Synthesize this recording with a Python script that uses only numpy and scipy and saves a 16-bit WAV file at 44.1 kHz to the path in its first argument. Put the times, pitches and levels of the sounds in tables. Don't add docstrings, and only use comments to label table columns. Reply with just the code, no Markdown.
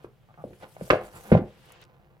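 import sys
import numpy as np
from scipy import signal
from scipy.fft import rfft, irfft
from scipy.io import wavfile
from scipy.ndimage import uniform_filter1d

SR = 44100
rng = np.random.default_rng(int(sys.argv[2]) if len(sys.argv) > 2 else 0)


def int16_out(signal):
    q = np.round(np.clip(np.atleast_2d(signal).T, -1, 1) * 32767)
    wavfile.write(sys.argv[1], SR, q.astype(np.int16))


def level_to_linear(level):
    exponent = np.asarray(level, float) / 20
    return 10 ** exponent


N = 97020


def evened(x):
    return x / np.sqrt(np.mean(x ** 2) + 1e-20)


def read(points, hz):
    f, value = np.transpose(points)
    return np.interp(np.log(hz + 1), np.log(f + 1), value)


def level(curve):
    s, db = np.transpose(curve)
    return level_to_linear(np.interp(np.arange(N) / SR, s, db))


def add(mix, s, sound):
    part = mix[..., round(s * SR):][..., :sound.shape[-1]]
    part += sound[..., :part.shape[-1]]


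def rise(count, seconds):
    return np.minimum(np.arange(count) / SR / seconds, 1)


def ring(hz, t60, count):
    t = np.arange(count) / SR
    return level_to_linear(-60 * t / t60) * np.sin(2 * np.pi * hz * t)


def band(x, hz, width_hz):
    return signal.lfilter(*signal.iirpeak(hz, hz / width_hz, SR), x)


def hiss(tone, same, patchy_db, flicker_db, size=512):
    frames = N * 4 // size + 5
    hz = np.fft.rfftfreq(size, 1 / SR)
    a, b, c, d, patch = rng.standard_normal((frames, len(hz), 5)).T
    patch = uniform_filter1d(patch, size=8, axis=0)
    patch = evened(uniform_filter1d(patch, size=12, axis=1))
    flicker = evened(uniform_filter1d(rng.standard_normal(frames), size=3))
    like = np.clip(read(same, hz), -1, 1)[:, None]
    left = a + 1j * b
    right = like * left + np.sqrt(1 - like ** 2) * (c + 1j * d)
    z = np.array([left, right])
    z *= level_to_linear(read(tone, hz)[:, None] + patchy_db * patch + flicker_db * flicker)
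    return evened(signal.istft(z, nperseg=size, noverlap=size - size // 4)[1][:, :N])


# (frequency [Hz], relative level per Hz [dB])
AIR_COLOUR = [(9, -30), (17, -11), (50, -9), (85, -14), (135, 0), (190, -13), (280, -24), (500, -22),
              (1000, -31), (2000, -37), (4000, -45), (8500, -51), (14500, -43), (16300, -44)]
# (frequency [Hz], left-right likeness [-1 to 1])
AIR_LIKENESS = [(60, 1), (240, 0.14), (950, 0.96), (3770, 1), (15000, 0.084)]


def room_tone():
    return level_to_linear(-59.5) * hiss(AIR_COLOUR, AIR_LIKENESS, patchy_db=0.91, flicker_db=0.3, size=4096)


# (frequency [Hz], t60 [s])
ROOM_DECAY = [(60, .22), (250, .22), (700, .27), (2000, .26), (5000, .24), (12000, .14)]
# (frequency [Hz], left-right likeness [-1 to 1])
ROOM_LIKENESS = [(100, 1), (400, 0.96), (1000, 1), (3000, .1)]
# (frequency [Hz], relative level [dB])
ROOM_COLOUR = [(40, -16.5), (150, -12), (400, -3), (1000, -3), (4000, -4), (12000, -4)]


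def room(x):
    noise = hiss(ROOM_COLOUR, ROOM_LIKENESS, patchy_db=0, flicker_db=0)[:, :SR // 2]
    hz, t, z = signal.stft(noise, SR, nperseg=512)
    z = z * level_to_linear(-60 * t / read(ROOM_DECAY, hz)[:, None])
    tail = signal.istft(z, SR, nperseg=512)[1]
    tail = tail * rise(tail.shape[1], 0.0068)
    return signal.fftconvolve(x[None], tail / np.linalg.norm(tail[0]), axes=1)[:, :N]


# (frequency [Hz], left minus right [dB])
PORT_COLOUR = [(60, 0), (200, -2), (350, 1.4), (700, 3.5), (1400, -3.6), (2800, -13), (5600, -3.5),
               (10000, 1.5)]
LEFT_LAG_S = 0.00021


def ports(x):
    hz = np.fft.rfftfreq(N, 1 / SR)
    half = level_to_linear(read(PORT_COLOUR, hz) / 2) * np.exp(-1j * np.pi * hz * LEFT_LAG_S)
    return irfft(rfft(x) * np.array([half, 1 / half]), N)


# (time [s], starting rms level [dB], centre frequency [Hz], left minus right [dB])
FAINT_TICKS = [(1.013, -62, 9000, 2), (1.658, -63, 12500, 5), (1.7215, -48, 10500, 9),
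               (1.7255, -55, 5800, 8), (1.8155, -52, 11500, 8), (1.839, -51, 4500, 4),
               (1.851, -55, 2800, 4)]
TICK_T60_S, TICK_SHARPNESS = .01, 1.4


def ticks():
    out = np.zeros((2, N))
    for (s, db, hz, pan_db), noise in zip(FAINT_TICKS, rng.standard_normal((len(FAINT_TICKS), 600))):
        click = evened(band(noise, hz, hz / TICK_SHARPNESS))
        click = click * level_to_linear(db - 60 * np.arange(600) / SR / TICK_T60_S)
        add(out, s, click * level_to_linear(np.array([[pan_db], [-pan_db]]) / 2))
    return out


# (time [s], level [dB])
HAND_LEVEL = [(0, -71), (.03, -70), (.07, -77.5), (.4, -72.5), (.53, -67.5), (.59, -71), (.63, -54),
              (.66, -73.5), (.7, -68), (1.4, -88.5), (1.48, -61.5), (1.56, -63.5), (1.65, -60), (1.72, -57),
              (1.8, -61), (1.83, -51.5), (1.87, -100)]
# (frequency [Hz], relative level per Hz [dB])
HAND_COLOUR = [(180, -44.5), (300, -3), (501, -10), (553, -17.5), (824, -9), (1230, -9), (2970, -8.5),
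               (9000, -30.5), (11700, -54), (19800, -120)]


def hand():
    return level(HAND_LEVEL) * hiss(HAND_COLOUR, [(300, 0.39), (1500, 0.3)], patchy_db=1.6, flicker_db=0.27)


# (time [s], level before panning [dB])
SLIDE_LEVEL = [(0, -86), (.04, -68), (.07, -85), (.36, -86), (.42, -72), (.53, -70), (.58, -69),
               (.62, -64.5), (.66, -69), (.74, -60), (.78, -67.5), (.81, -61), (.835, -55), (.89, -53),
               (.93, -56.5), (1, -71.5), (1.035, -61.5), (1.065, -56.5), (1.09, -65.5), (1.12, -62),
               (1.165, -54.5), (1.21, -57), (1.31, -56), (1.33, -57.5), (1.4, -72.5), (1.5, -74.5),
               (1.7, -67), (1.82, -100)]
# (frequency [Hz], relative level per Hz [dB])
SLIDE_COLOUR = [(800, -23.5), (1500, -6), (3000, -4), (6000, -4), (8500, -1), (12000, -1.5), (15000, -7.5),
                (16300, -9)]


def slide():
    rub = hiss(SLIDE_COLOUR, [(1000, 0.9), (8000, .1)], patchy_db=2.2, flicker_db=1.8)
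    return level(SLIDE_LEVEL) * rub * level_to_linear([[.8], [-.8]])


# (frequency [Hz], level before contact dulling [dB])
SHELF_MODES = [(59, -8), (101, -7), (131, -4.5), (167, -7), (205, -6), (355, -5), (389, -8), (480, -8),
               (526, -5), (576, -14), (712, -13), (797, -17.5), (1025, -16), (1430, -17)]
SHELF_T60_S = .22


def shelf_ring(count, contact_s=0):
    return sum(level_to_linear(db) * ring(hz, SHELF_T60_S, count) / (1 + (hz * contact_s) ** 2)
               for hz, db in SHELF_MODES)


# (time [s], level [dB])
DRAG_LEVEL = [(0, -55.5), (.1, -70.5), (.16, -74), (.27, -70.5), (.42, -70), (.46, -81.5), (.55, -75),
              (.59, -67), (.64, -45), (.69, -69), (.8, -55.5), (.88, -56), (1.05, -45.5), (1.11, -54.5),
              (1.16, -44), (1.22, -54), (1.27, -46.5), (1.31, -41.5), (1.4, -70.5), (1.7, -61),
              (1.85, -60.5), (2.2, -66)]
CATCHES_PER_S, CATCH_SPREAD_DB = 900, 6.5
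BOOK_HZ, BOOK_WIDTH_HZ = 560, 590


def drag():
    strength = level_to_linear(CATCH_SPREAD_DB * np.minimum(rng.exponential(1, N), 2))
    happens = rng.random(N) < CATCHES_PER_S / SR
    catches = strength * happens * rng.choice([-1, 1], N)
    book = band(band(catches, BOOK_HZ, BOOK_WIDTH_HZ), BOOK_HZ, 1500)
    shelf = signal.oaconvolve(catches, shelf_ring(8000))[:N]
    return level(DRAG_LEVEL) * evened(evened(book) + evened(shelf))


# (start [s], length [s], slip level before the pulse shape [dB], slip rate [1/s])
COVER_CREAKS = [(.2875, .032, -47, 112), (.3765, .044, -41, 157)]
SLIP_JITTER, SLIP_SPREAD_DB = .05, 1.2


def creaks():
    slips = np.zeros(N)
    luck = rng.standard_normal((len(COVER_CREAKS), 12, 2))
    for (s, length, db, rate), (timing, force) in zip(COVER_CREAKS, luck.transpose(0, 2, 1)):
        at = s + (np.arange(12) + SLIP_JITTER * timing) / rate
        slips[(at * SR).astype(int)] = level_to_linear(db + SLIP_SPREAD_DB * force) * (at < s + length)
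    cover = ring(800, .011, count=2000) + 0.55 * ring(1130, 0.012, count=2000)
    thump = 0.29 * ring(149, 0.038, count=2000)
    pulse = (cover + thump) * rise(2000, .0012) * 1.7
    return signal.oaconvolve(slips, pulse)[:N]


# (time [s], level before the fades and final trim [dB], t60 [s])
EDGE_CLACKS = [(0.046, -49, 0.029), (0.341, -45.5, 0.0084), (.532, -52, 0.029), (.598, -62, 0.012),
               (0.628, -65, 0.025), (0.641, -50.5, 0.02), (0.765, -51.5, 0.038), (.81, -46.5, 0.016),
               (0.9011, -13.5, 0.034), (0.9024, -10, 0.03), (0.906, -15.5, 0.05), (.934, -29, 0.073),
               (1.317, -28, .04), (1.323, -30, 0.074), (1.335, -34, 0.12), (1.347, -32, 0.028),
               (1.371, -35.5, .07)]
# (frequency [Hz], relative level per Hz [dB])
CLACK_COLOUR = [(400, -41), (700, -12), (1100, -2), (1600, -2.5), (2300, -4.5), (3000, -13), (4200, -21),
                (6500, -32), (10000, -45), (15000, -64.5)]
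# (frequency [Hz], relative level [dB])
EDGE_MODES = [(1061, 5.5), (1200, -12.5), (1437, -8.5), (1600, 0.5), (1830, 1), (2250, -6), (2627, -5),
              (2950, -15.5), (3461, -11), (3800, -13), (4500, -19)]
EDGE_T60_S = .04


def clacks():
    out = np.zeros(N)
    hz = np.fft.rfftfreq(4096, 1 / SR)
    edge = sum(level_to_linear(db) * ring(f, EDGE_T60_S, count=4096) for f, db in EDGE_MODES)
    for (s, db, t60), noise in zip(EDGE_CLACKS, rng.standard_normal((len(EDGE_CLACKS), 4096))):
        fade = level_to_linear(-60 * np.arange(4096) / SR / max(t60, .005))
        grit = noise * abs(noise)
        burst = evened(irfft(rfft(grit) * level_to_linear(read(CLACK_COLOUR, hz))))
        burst = burst * fade * rise(4096, .0012)
        rung = signal.fftconvolve(burst * fade, edge)[:4096]
        rung = 2 * level_to_linear(-10.5) * rung / abs(rung).max()
        add(out, s, 0.88 * level_to_linear(db) * (burst + rung))
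    return out


# (time [s], peak level of the tock [dB], tock pitch [Hz],
# contact time [ms], shelf ring peak relative to the tock [dB])
BOOK_KNOCKS = [(0.0444, -32.5, 400, 1.27, -10.5), (.0455, -40, 1090, 0.58, -12), (0.342, -58, 550, .5, 5),
               (0.4398, -25.5, 540, 1, -17), (0.448, -34, 230, 2, -3), (.479, -64, 517, 1, -27),
               (0.508, -41.5, 300, 1.5, 1), (0.528, -47.5, 400, 1.5, -29), (.626, -43.5, 700, .5, -29),
               (.631, -38, 560, .6, -4.5), (0.644, -46.5, 474, .8, -32), (0.766, -35, 652, .6, -38),
               (.791, -69, 655, .8, -8), (0.811, -27, 520, 1, -21), (0.818, -30.5, 172, 2.5, -6),
               (.8775, -39.5, 560, .8, -27), (.902, -14.5, 600, .4, -18), (0.9054, -12, 485, .4, -2.5),
               (.912, -15, 350, .6, -2.5), (.924, -18, 550, .7, -19), (0.9323, -8.5, 560, .7, -22),
               (.942, -14.5, 560, .7, -26), (.956, -20, 600, .5, -12), (.967, -26, 520, .7, -12),
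               (1.013, -30, 711, .7, -10.5), (1.317, -7, 470, 1, -18.5), (1.3222, -7.5, 190, 0.65, 0),
               (1.3232, -12, 487, 1, -10), (1.335, -16, 170, 0.89, 2), (1.344, -14.5, 130.6, 2.5, -9.5),
               (1.351, -7.5, 598, 1, -13.5), (1.363, -12, 148, 2.3, -12.5), (1.416, -25, 206.4, 2, 0),
               (1.39, -21, 320, 1.2, -11.5), (1.705, -44, 977, .4, -11)]
TOCK_RISE_CYCLES, TOCK_T60_CYCLES = 1.46, 5.36


def knocks():
    out = np.zeros(N)
    for s, db, hz, contact_ms, shelf_db in BOOK_KNOCKS:
        contact_s = contact_ms / 1000
        shelf = shelf_ring(16000, contact_s) * rise(16000, 1.2 * contact_s)
        tock = ring(hz, TOCK_T60_CYCLES / hz, count=16000) * rise(16000, TOCK_RISE_CYCLES / hz)
        blow = tock / tock.max() + level_to_linear(shelf_db) * shelf / abs(shelf).max()
        add(out, s, level_to_linear(db) * blow)
    return out


def scene():
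    near = drag() + creaks() + clacks() + knocks()
    return room_tone() + level_to_linear(-10) * room(near) + ticks() + hand() + slide() + ports(near)


def band_limit(x):
    return signal.sosfilt(signal.butter(12, 16470, fs=SR, output="sos"), x)


MIC_LOW_HZ, MIC_HIGH_HZ = 41.7, 16200


def record(dry):
    thin = signal.lfilter(*signal.butter(2, MIC_LOW_HZ, "high", fs=SR), dry)
    low_pass = signal.firwin(511, MIC_HIGH_HZ, window=("kaiser", 9), fs=SR)
    cut = signal.oaconvolve(thin, low_pass[None], "same")
    return band_limit(cut)


dry = scene()
out = record(dry)
int16_out(out)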